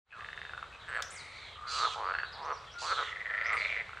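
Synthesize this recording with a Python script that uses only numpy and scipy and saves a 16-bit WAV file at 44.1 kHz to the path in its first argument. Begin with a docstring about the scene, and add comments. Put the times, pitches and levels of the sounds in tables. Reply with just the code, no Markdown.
"""Out of a quick fade-in come a far frog's purr, a short croak and dry ticks with a steady high ringing under them.
Rolling croaks and one long rattle follow across the pond; all the calls are pulses that ring a vocal sac.
Small birds whistle (gliding sines) and buzz (fast frequency modulation with filtered noise), echoing off trees.
A small splash is a decaying noise burst; random far pulses make a chorus, and shaped noise a low rumble."""
import sys
import numpy as np
from scipy import signal
from scipy.fft import rfft, irfft
from scipy.io import wavfile
from scipy.ndimage import uniform_filter1d

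SR = 44100
rng = np.random.default_rng(int(sys.argv[2]) if len(sys.argv) > 2 else 0)


def inscribe(sig):
    """Save sig as 16-bit PCM at rate SR to the path in sys.argv[1].

    A 1-D sig is mono; a 2-D sig holds one channel per row.
    Samples are clipped to [-1, 1] before scaling.
    """
    pcm = np.round(np.clip(np.atleast_2d(sig).T, -1, 1) * 32767)
    wavfile.write(sys.argv[1], SR, pcm.astype(np.int16))


N = 176400

# Vocal sac modes: (multiple of the main resonance, level [dB], decay time [s]);
# the first decay time is multiplied by each call's ring factor
SAC_MODES = [(0.999, 16, 0.0021), (1.17, -23.5, 0.0016), (1.5, -1, 0.00078), (2.101, -14, 0.0014)]
SAC_RISE_S = 0.00013
BODY_HZ, BODY_DECAY_S = 548, 0.0039  # low body mode; its pitch varies at random about this
OVERTONE_DECAY_S = 0.016
FROG_BAND_HZ = (380, 4900)

# Series of single ticks, one for each frog:
# (overtone [Hz], overtone level [dB], twang level [dB], [(time [s], level [dB], resonance [Hz]), ..])
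TICK_SERIES = [ (3620, -22, -43.5, [(0.2074, -32.5, 1780), (0.2459, -29, 1810), (0.2874, -29.5, 1740),
               (0.3303, -29, 1840), (.3762, -28.5, 1743), (.4162, -28, 1820), (0.4512, -30.5, 1700),
               (0.4944, -32.5, 1640), (0.535, -28, 1460), (0.5771, -28, 1430), (0.6272, -28, 1316)]),
               (4350, -13.5, -38, [(2.139, -24, 1461), (2.1504, -20.5, 1520), (2.1861, -20.5, 1650),
               (2.201, -26, 1605), (2.2328, -22, 1520)]), (4400, -26, -46, [(3.893, -34.5, 1320),
               (3.932, -33, 1390), (3.972, -30.5, 1520)])]
AFTER_TICK_S, AFTER_TICK_DB = 0.0155, -7.5  # longest delay is this; level relative to the tick

# Croaks: (ring factor, [(time [s], level [dB], resonance [Hz], pulse rate [1/s]), ..])
CROAK_CURVES = [ (1.8, [(.125, -33, 1610, 136), (.175, -40.5, 1220, 113), (.235, -42, 1180, 118)]),
                (0.55, [(.78, -48, 1300, 156), (.868, -46, 1633, 185), (.885, -32, 1650, 160),
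                (.912, -30, 1560, 127), (.935, -26, 1690, 108), (.972, -23, 1720, 110),
                (.985, -27.5, 1360, 160), (1.004, -24.5, 1340, 115)]), (1.48, [(1.64, -42.5, 1380, 128),
                (1.70, -33.5, 1355, 136), (1.775, -29, 1230, 146), (1.80, -25, 1196, 114),
                (1.855, -20, 1270, 122), (1.88, -32, 880, 128)]), (0.88, [(1.96, -31, 860, 112),
                (2.0, -27.5, 972, 108.5), (2.06, -24, 1200, 94), (2.10, -22, 1360, 84),
                (2.125, -23, 1410, 82)]), (0.86, [(2.34, -42, 830, 138), (2.42, -32, 981, 153),
                (2.49, -26, 1145, 150), (2.52, -22, 1178, 144), (2.545, -47, 1000, 194)]),
                (0.77, [(2.82, -31.5, 903, 150), (2.85, -28, 1119, 160), (2.885, -29, 1327, 168),
                (2.925, -19.5, 1351, 208), (2.945, -38, 1289, 106), (2.99, -22, 1350, 158),
                (3.028, -25.5, 1180, 128)]), (1.35, [(3.29, -40, 1420, 174), (3.46, -38, 1389, 170),
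                (3.515, -27.5, 1273, 164), (3.565, -27, 1255, 177)])]
JITTER_PERIODS, UNEVEN_DB = 0.1, 0.2  # random spread of pulse timing and level

# Notes of the rattle: (time of the strong second pulse [s], level [dB])
RATTLE_NOTES = [(3.029, -34), (3.074, -31), (3.118, -29.5), (3.16, -30), (3.206, -28), (3.257, -27),
                (3.30, -25), (3.339, -24), (3.378, -23), (3.4137, -21), (3.457, -21.5), (3.494, -20.5),
                (3.531, -19), (3.5684, -22), (3.6088, -22), (3.649, -21.5), (3.6925, -23), (3.7255, -22.5),
                (3.7649, -23.5), (3.799, -25)]
# Resonance during the rattle: (time [s], resonance [Hz])
RATTLE_RESONANCE = [(3.22, 1957), (3.31, 1839), (3.46, 2050), (3.72, 2246), (3.81, 2016)]
NOTE_SHAPE_DB, NOTE_GAP_S = (-8.5, -0.5, -0.5, -8.5), 0.0091  # relative pulse levels (before accent), spacing
RATTLE_RING = (1.35, 0.9)  # ring factor, first note to last
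RATTLE_ACCENT = (1.07, 0.57)  # multiplies the note shape, first note to last

# A far frog's trill: quick notes, each sweeping upward
TRILL_S, TRILL_DB = (1.11, 1.53), -46
TRILL_NOTES_PER_S, TRILL_PULSES_PER_S = 49, 395
TRILL_FROM_HZ, TRILL_TO_HZ = 1890, 2439

# Far frogs purring, and (second row) a steady high ringing under the early ticks:
# (start [s], end [s], level [dB], resonance [Hz], ring factor)
PURRS_AND_RINGING = [(0.097, 0.146, -34, 2570, 1.1), (0.199, 0.694, -49.5, 3640, 1.8),
                     (0.716, 0.77, -43, 2560, 1.8), (1.101, 1.49, -55.5, 1247, 3.64),
                     (1.547, 1.696, -43.5, 1211, 12), (2.73, 2.823, -42.5, 1388, 9.4)]
CHORUS_PER_S, CHORUS_DB = 130, -52  # level of the strongest chorus pulses

# Bird whistles before the mix gain, each a curve: (time [s], frequency [Hz], level [dB])
WHISTLE_CURVES = [
    [(1.10, 5180, -37), (1.111, 8800, -48), (1.12, 10040, -59.5), (1.152, 8160, -51), (1.175, 4900, -51.5),
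     (1.22, 3600, -49)],
    [(3.523, 6660, -49.5), (3.54, 10100, -63.5), (3.57, 7600, -57.5)],
]
# Short bird chirps before the mix gain: (time [s], length [s], start [Hz], end [Hz], level [dB])
CHIRP_GLIDES = [(0.794, 0.075, 4170, 2880, -58), (0.881, 0.025, 8270, 7550, -62.5),
                (0.939, .04, 8530, 7340, -62), (1.027, .045, 5450, 6250, -51.5),
                (2.039, .09, 4550, 4380, -60.5), (2.247, .05, 3682, 4003, -50),
                (2.323, 0.043, 4900, 3478, -50), (2.371, 0.037, 3486, 3810, -56),
                (2.42, 0.045, 4700, 6250, -58), (2.52, 0.066, 5850, 4700, -57),
                (2.661, .05, 3716, 3040, -55), (2.71, 0.035, 4818, 6204, -58),
                (3.437, 0.038, 4196, 6266, -51)]

# Buzzy bird calls before the mix gain, each a curve:
# (time [s], centre frequency [Hz], tone level [dB], rasp level [dB])
BUZZ_CURVES = [
    [(1.25, 3986, -63, -78), (1.38, 4110, -51, -64), (1.58, 3310, -51, -80)],
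    [(1.665, 4326, -44.5, -60), (1.71, 4534, -40, -43.5), (1.79, 4360, -36, -42), (1.86, 3830, -37.5, -53),
     (1.95, 3220, -42.5, -51)],
    [(2.775, 4336, -44.5, -57), (2.82, 4488, -46, -44.5), (2.89, 4262, -38, -47), (2.97, 3620, -38.5, -54),
     (3.12, 3010, -48, -62.5)],
    [(3.56, 4700, -50, -58), (3.63, 3945, -44, -59.5), (3.79, 2910, -57.5, -69)],
]
# Rasp spectrum: (frequency [Hz], relative level [dB])
RASP_SPECTRUM = [(1500, -36), (2600, -4.5), (4600, -10), (5600, -6), (7300, -8.5), (8400, -19),
                 (10000, -24), (12000, -60)]
BUZZ_PER_S, BUZZ_SWING_HZ = 100, 406

# Splash spectrum: (frequency [Hz], relative level [dB])
SPLASH_SPECTRUM = [(300, -25), (1600, 0), (3000, -5), (5500, -1), (8000, -11), (11000, -28), (15000, -52)]
SPLASH_S, SPLASH_DB = 1.0232, -32

# Background noise spectrum: (frequency [Hz], relative level [dB per Hz])
FLOOR_SPECTRUM = [(20, -19), (60, 2.5), (120, -4.5), (170, -11), (290, -19.5), (450, -9.5), (1300, -9),
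                  (2100, -13), (4000, -14.5), (5200, -27.5), (8000, -29.5), (12500, -50.5), (16000, -62)]
FLOOR_DB = -54

ECHO_T60_S, SCATTER_S, STEREO_WIDTH = 0.69, 0.018, 0.18
OPEN_S, EDGE_HZ = (0.041, 0.2), 15700  # fade-in start and end; upper band limit


def amp(db):
    """A level in decibels is twenty times the logarithm of gain."""
    return 10 ** (np.asarray(db) / 20)


def unit(x):
    """Dividing by the root-mean-square value gives unit power."""
    return x / np.sqrt(np.mean(x ** 2) + 1e-20)


def read(points, hz):
    """Interpolation on a logarithmic frequency axis reads a spectrum."""
    f, value = np.transpose(points)
    return np.interp(np.log(hz + 1), np.log(f + 1), value)


def follow(rows, t):
    """Linear interpolation in time reads every column of a curve."""
    s, *columns = np.transpose(rows)
    return [np.interp(t, s, c) for c in columns]


def add(mix, s, sound):
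    """Superposition: sounds add linearly, here from s seconds on."""
    part = mix[max(round(s * SR), 0):][:len(sound)]
    part += sound[:len(part)]


def noise(points, size):
    """Spectral shaping: white noise weighted in frequency, at unit power."""
    spectrum = rfft(rng.standard_normal(size))
    gain = amp(read(points, np.fft.rfftfreq(size, 1 / SR)))
    return unit(irfft(spectrum * gain, size))


def wander(size, corner_hz):
    """A one-pole low-pass turns white noise into a smooth random drift."""
    pole = np.exp(-2 * np.pi * corner_hz / SR)
    return unit(signal.lfilter([1], [1, -pole], rng.standard_normal(size)))


def pulse(db, hz, ring, body_db=-20, overtone_hz=4400, overtone_db=-30):
    """Impulse excitation: one snap of the larynx rings damped modes of sac and body, and an overtone."""
    t = np.arange(2048) / SR
    modes = [(hz * ratio, level, decay * (ring if k == 0 else 1))
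             for k, (ratio, level, decay) in enumerate(SAC_MODES)]
    modes.append((BODY_HZ * rng.uniform(0.83, 1.44), body_db, BODY_DECAY_S))
    modes.append((overtone_hz * rng.normal(1, 0.016), overtone_db, OVERTONE_DECAY_S))
    wave = sum(amp(level) * np.exp(-t / decay) * np.sin(2 * np.pi * f * t) for f, level, decay in modes)
    wave *= (1 - np.exp(-t / SAC_RISE_S)) ** 2
    return amp(db) * wave / abs(wave).max()  # db is the peak level


def radiated(x):
    """Radiation efficiency: a small animal gives off no bass and little treble."""
    low_hz, high_hz = FROG_BAND_HZ
    x = signal.sosfilt(signal.butter(8, low_hz, "high", fs=SR, output="sos"), x)
    return signal.sosfilt(signal.butter(4, high_hz, fs=SR, output="sos"), x)


def ticks(ring=0.66, ring_hz=1700, twang_hz=2580):
    """Isolated impulses: each rings with twang, overtone and weak after-pulse, lower ones for longer."""
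    out = np.zeros(N)
    for overtone_hz, overtone_db, twang_db, series in TICK_SERIES:
        for s, db, hz in series:
            tick_ring = ring * (ring_hz / hz) ** 2
            tick = pulse(db, hz, tick_ring, overtone_hz=overtone_hz, overtone_db=overtone_db)
            tick += pulse(twang_db, twang_hz, 1.38)
            add(out, s, tick)
            after_s = AFTER_TICK_S * rng.uniform(0.8, 1.0)
            add(out, s + after_s, amp(AFTER_TICK_DB) * tick)
    return radiated(out)


def croaks(scatter=0.012, body_start_db=-3, body_end_db=7, body_growth=0.42):
    """Pulse trains through a moving resonance; the body sounds more in loud croaks and toward each end."""
    out = np.zeros(N)
    for ring, curve in CROAK_CURVES:
        start, end = curve[0][0], curve[-1][0]
        loudest_db = max(row[1] for row in curve)
        s = start
        while s < end:
            db, hz, rate = follow(curve, s)
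            late, loud, sharp = rng.standard_normal(3)
            body_db = np.interp(s, [start, end], [body_start_db, body_end_db]) + body_growth * loudest_db
            snap = pulse(db + UNEVEN_DB * loud, hz * (1 + scatter * sharp), ring, body_db, overtone_db=-20.5)
            add(out, s + JITTER_PERIODS * late / rate, snap)
            s += 1 / max(rate, 40)
    return radiated(out)


def rattle(scatter=0.032):
    """Grouped impulses: short notes whose ringing shortens and pulses even out into one dry roll."""
    out = np.zeros(N)
    rings = np.linspace(*RATTLE_RING, len(RATTLE_NOTES))
    accents = np.linspace(*RATTLE_ACCENT, len(RATTLE_NOTES))
    for (s, db), ring, accent in zip(RATTLE_NOTES, rings, accents):
        hz, = follow(RATTLE_RESONANCE, s)
        for k, shape_db in enumerate(NOTE_SHAPE_DB):
            late, uneven_db, sharp = rng.standard_normal(3)
            pulse_db = db + accent * shape_db + uneven_db
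            snap = pulse(pulse_db, hz * (1 + scatter * sharp), ring, body_db=-6, overtone_hz=4700)
            add(out, s + NOTE_GAP_S * (k - 1 + 0.04 * late), snap)
    return radiated(out)


def trill(ring=1.85):
    """Sweeping resonance: fast pulses whose pitch climbs within every note."""
    out, (start, end) = np.zeros(N), TRILL_S
    for s in np.arange(start, end, 1 / TRILL_PULSES_PER_S):
        within = (s - start) * TRILL_NOTES_PER_S % 1  # position in the note, 0 to 1
        call_swell = np.sqrt(np.sin(np.pi * (s - start) / (end - start)))
        swell = np.sqrt(call_swell * np.sin(np.pi * within))
        hz = TRILL_FROM_HZ + (TRILL_TO_HZ - TRILL_FROM_HZ) * within
        add(out, s + rng.normal(0, 0.0002), swell * pulse(TRILL_DB, hz, ring))
    return radiated(out)


def purrs_ringing_and_chorus(rate=95):
    """Periodic against random excitation: far purrs and a high ringing over a far chorus's scattered pulses."""
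    out = np.zeros(N)
    for start, end, db, hz, ring in PURRS_AND_RINGING:
        for s in np.arange(start, end, 1 / rate):
            swell = np.sin(np.pi * (s - start) / (end - start)) ** 0.5
            snap = pulse(db, hz * rng.normal(1, 0.0057), ring)
            add(out, s + rng.normal(0, 0.0007), swell * snap)
    for place, weakness, pitch in rng.random((int(CHORUS_PER_S * N / SR), 3)):
        snap = pulse(CHORUS_DB - 12 * weakness, 1100 + 1200 * pitch ** 2, 3.2)
        add(out, place * N / SR, snap)
    return radiated(out)


def whistles(curves, waver_hz):
    """Phase is the integral of frequency: thin gliding sine tones with a random waver."""
    out = np.zeros(N)
    for curve in curves:
        t = np.arange(curve[0][0], curve[-1][0], 1 / SR)
        hz, db = follow(curve, t)
        hz = uniform_filter1d(hz, size=300) + waver_hz * wander(len(t), 100)
        tone = np.sin(2 * np.pi * np.cumsum(hz) / SR)
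        add(out, t[0], amp(db) * signal.windows.tukey(len(t), 0.15) * tone)
    return out


def songbirds():
    """Frequency waver sets roughness: clean whistles beside rougher short chirps."""
    chirps = [[(s, start_hz, db), (s + length, end_hz, db)]
              for s, length, start_hz, end_hz, db in CHIRP_GLIDES]
    return whistles(WHISTLE_CURVES, waver_hz=50) + whistles(chirps, waver_hz=260)


def buzzes(rough_hz=110, throb=0.047, under_db=-10, under_ratio=0.83, grain_db=6):
    """Frequency modulation: two bird voices warble very fast, with a rasp that pulses with the warble."""
    out = np.zeros(N)
    for curve in BUZZ_CURVES:
        t = np.arange(curve[0][0], curve[-1][0], 1 / SR)
        hz, tone_db, rasp_db = follow(curve, t)
        warble_rate = BUZZ_PER_S * (1 + 0.1 * wander(len(t), 26.6))
        warble = np.sin(2 * np.pi * np.cumsum(warble_rate) / SR)
        voice_hz = hz + BUZZ_SWING_HZ * warble + rough_hz * wander(len(t), 480)
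        phase = 2 * np.pi * np.cumsum(voice_hz) / SR
        tones = amp(tone_db) * (np.sin(phase) + amp(under_db) * np.sin(under_ratio * phase))
        rasp = amp(rasp_db) * noise(RASP_SPECTRUM, len(t)) * unit(amp(grain_db * warble))
        envelope = (1 + throb * warble) * signal.windows.tukey(len(t), 0.08)
        add(out, t[0], (tones + rasp) * envelope)
    return out


def splash(decay_s=0.0029, spray_db=-15, spray_s=0.01):
    """Two-stage exponential decay of noise: a sharp plip on the water with a little spray."""
    out, t = np.zeros(N), np.arange(4096) / SR
    envelope = np.exp(-t / decay_s) + amp(spray_db) * np.exp(-t / spray_s)
    add(out, SPLASH_S, amp(SPLASH_DB) * noise(SPLASH_SPECTRUM, len(t)) * envelope)
    return out


def background(width=0.25, swell_db=1):
    """Stationary shaped noise: a low rumble and the blurred wash of the far pond, its level drifting."""
    mid = noise(FLOOR_SPECTRUM, N) * amp(swell_db * wander(N, 22))
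    side = width * noise(FLOOR_SPECTRUM, N)
    side = signal.sosfilt(signal.butter(1, 250, "high", fs=SR, output="sos"), side)  # narrows the bass
    return amp(FLOOR_DB) * np.array([mid + side, mid - side])


def outdoors(x, near_db, tail_db, pan_db):
    """Convolution with random reflections: quick scatter off the banks, a longer echo from the trees."""
    t = np.arange(SR) / SR
    after_direct = t > 0.002
    taps = rng.standard_normal((2, SR)) * (rng.random((2, SR)) < 3000 / SR) * after_direct
    tail = taps * amp(-60 * t / ECHO_T60_S) * np.minimum(t / 0.032, 1)
    near = rng.standard_normal((2, SR)) * np.exp(-t / SCATTER_S) * after_direct
    response = (amp(tail_db) * unit(tail) + amp(near_db) * unit(near)) / np.sqrt(SR)
    mid, side = signal.fftconvolve(x[None], response, axes=1)[:, :N]
    left = (x + mid + STEREO_WIDTH * side) * amp(pan_db / 2)
    right = (x + mid - STEREO_WIDTH * side) * amp(-pan_db / 2)
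    return np.array([left, right])


def scene():
    """Direct-to-reverberant ratio: the birds carry more scatter and echo than the frogs."""
    # positive pan_db leans left
    return (outdoors(ticks(), near_db=-10.5, tail_db=-11.5, pan_db=-0.5)
            + outdoors(croaks(), near_db=-11.5, tail_db=-8.5, pan_db=-0.96)
            + outdoors(rattle(), near_db=-6.5, tail_db=-10, pan_db=-0.5)
            + outdoors(trill() + purrs_ringing_and_chorus(), near_db=-9, tail_db=-14.5, pan_db=1.5)
            + amp(-1.5) * outdoors(songbirds(), near_db=1, tail_db=-1, pan_db=1.5)
            + amp(-3.5) * outdoors(buzzes(), near_db=-0.5, tail_db=-7.0, pan_db=-3.5)
            + outdoors(splash(), near_db=-10, tail_db=-11.5, pan_db=3)
            + background())


def record(dry):
    """Band limitation: a quick fade-in, then a steep linear-phase low-pass."""
    start, end = OPEN_S
    fade = np.clip((np.arange(N) / SR - start) / (end - start), 0, 1) ** 2
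    lowpass = signal.firwin(511, EDGE_HZ, window=("kaiser", 9), fs=SR)
    return signal.oaconvolve(dry * fade, lowpass[None], "same")


dry = scene()
out = record(dry)
inscribe(out)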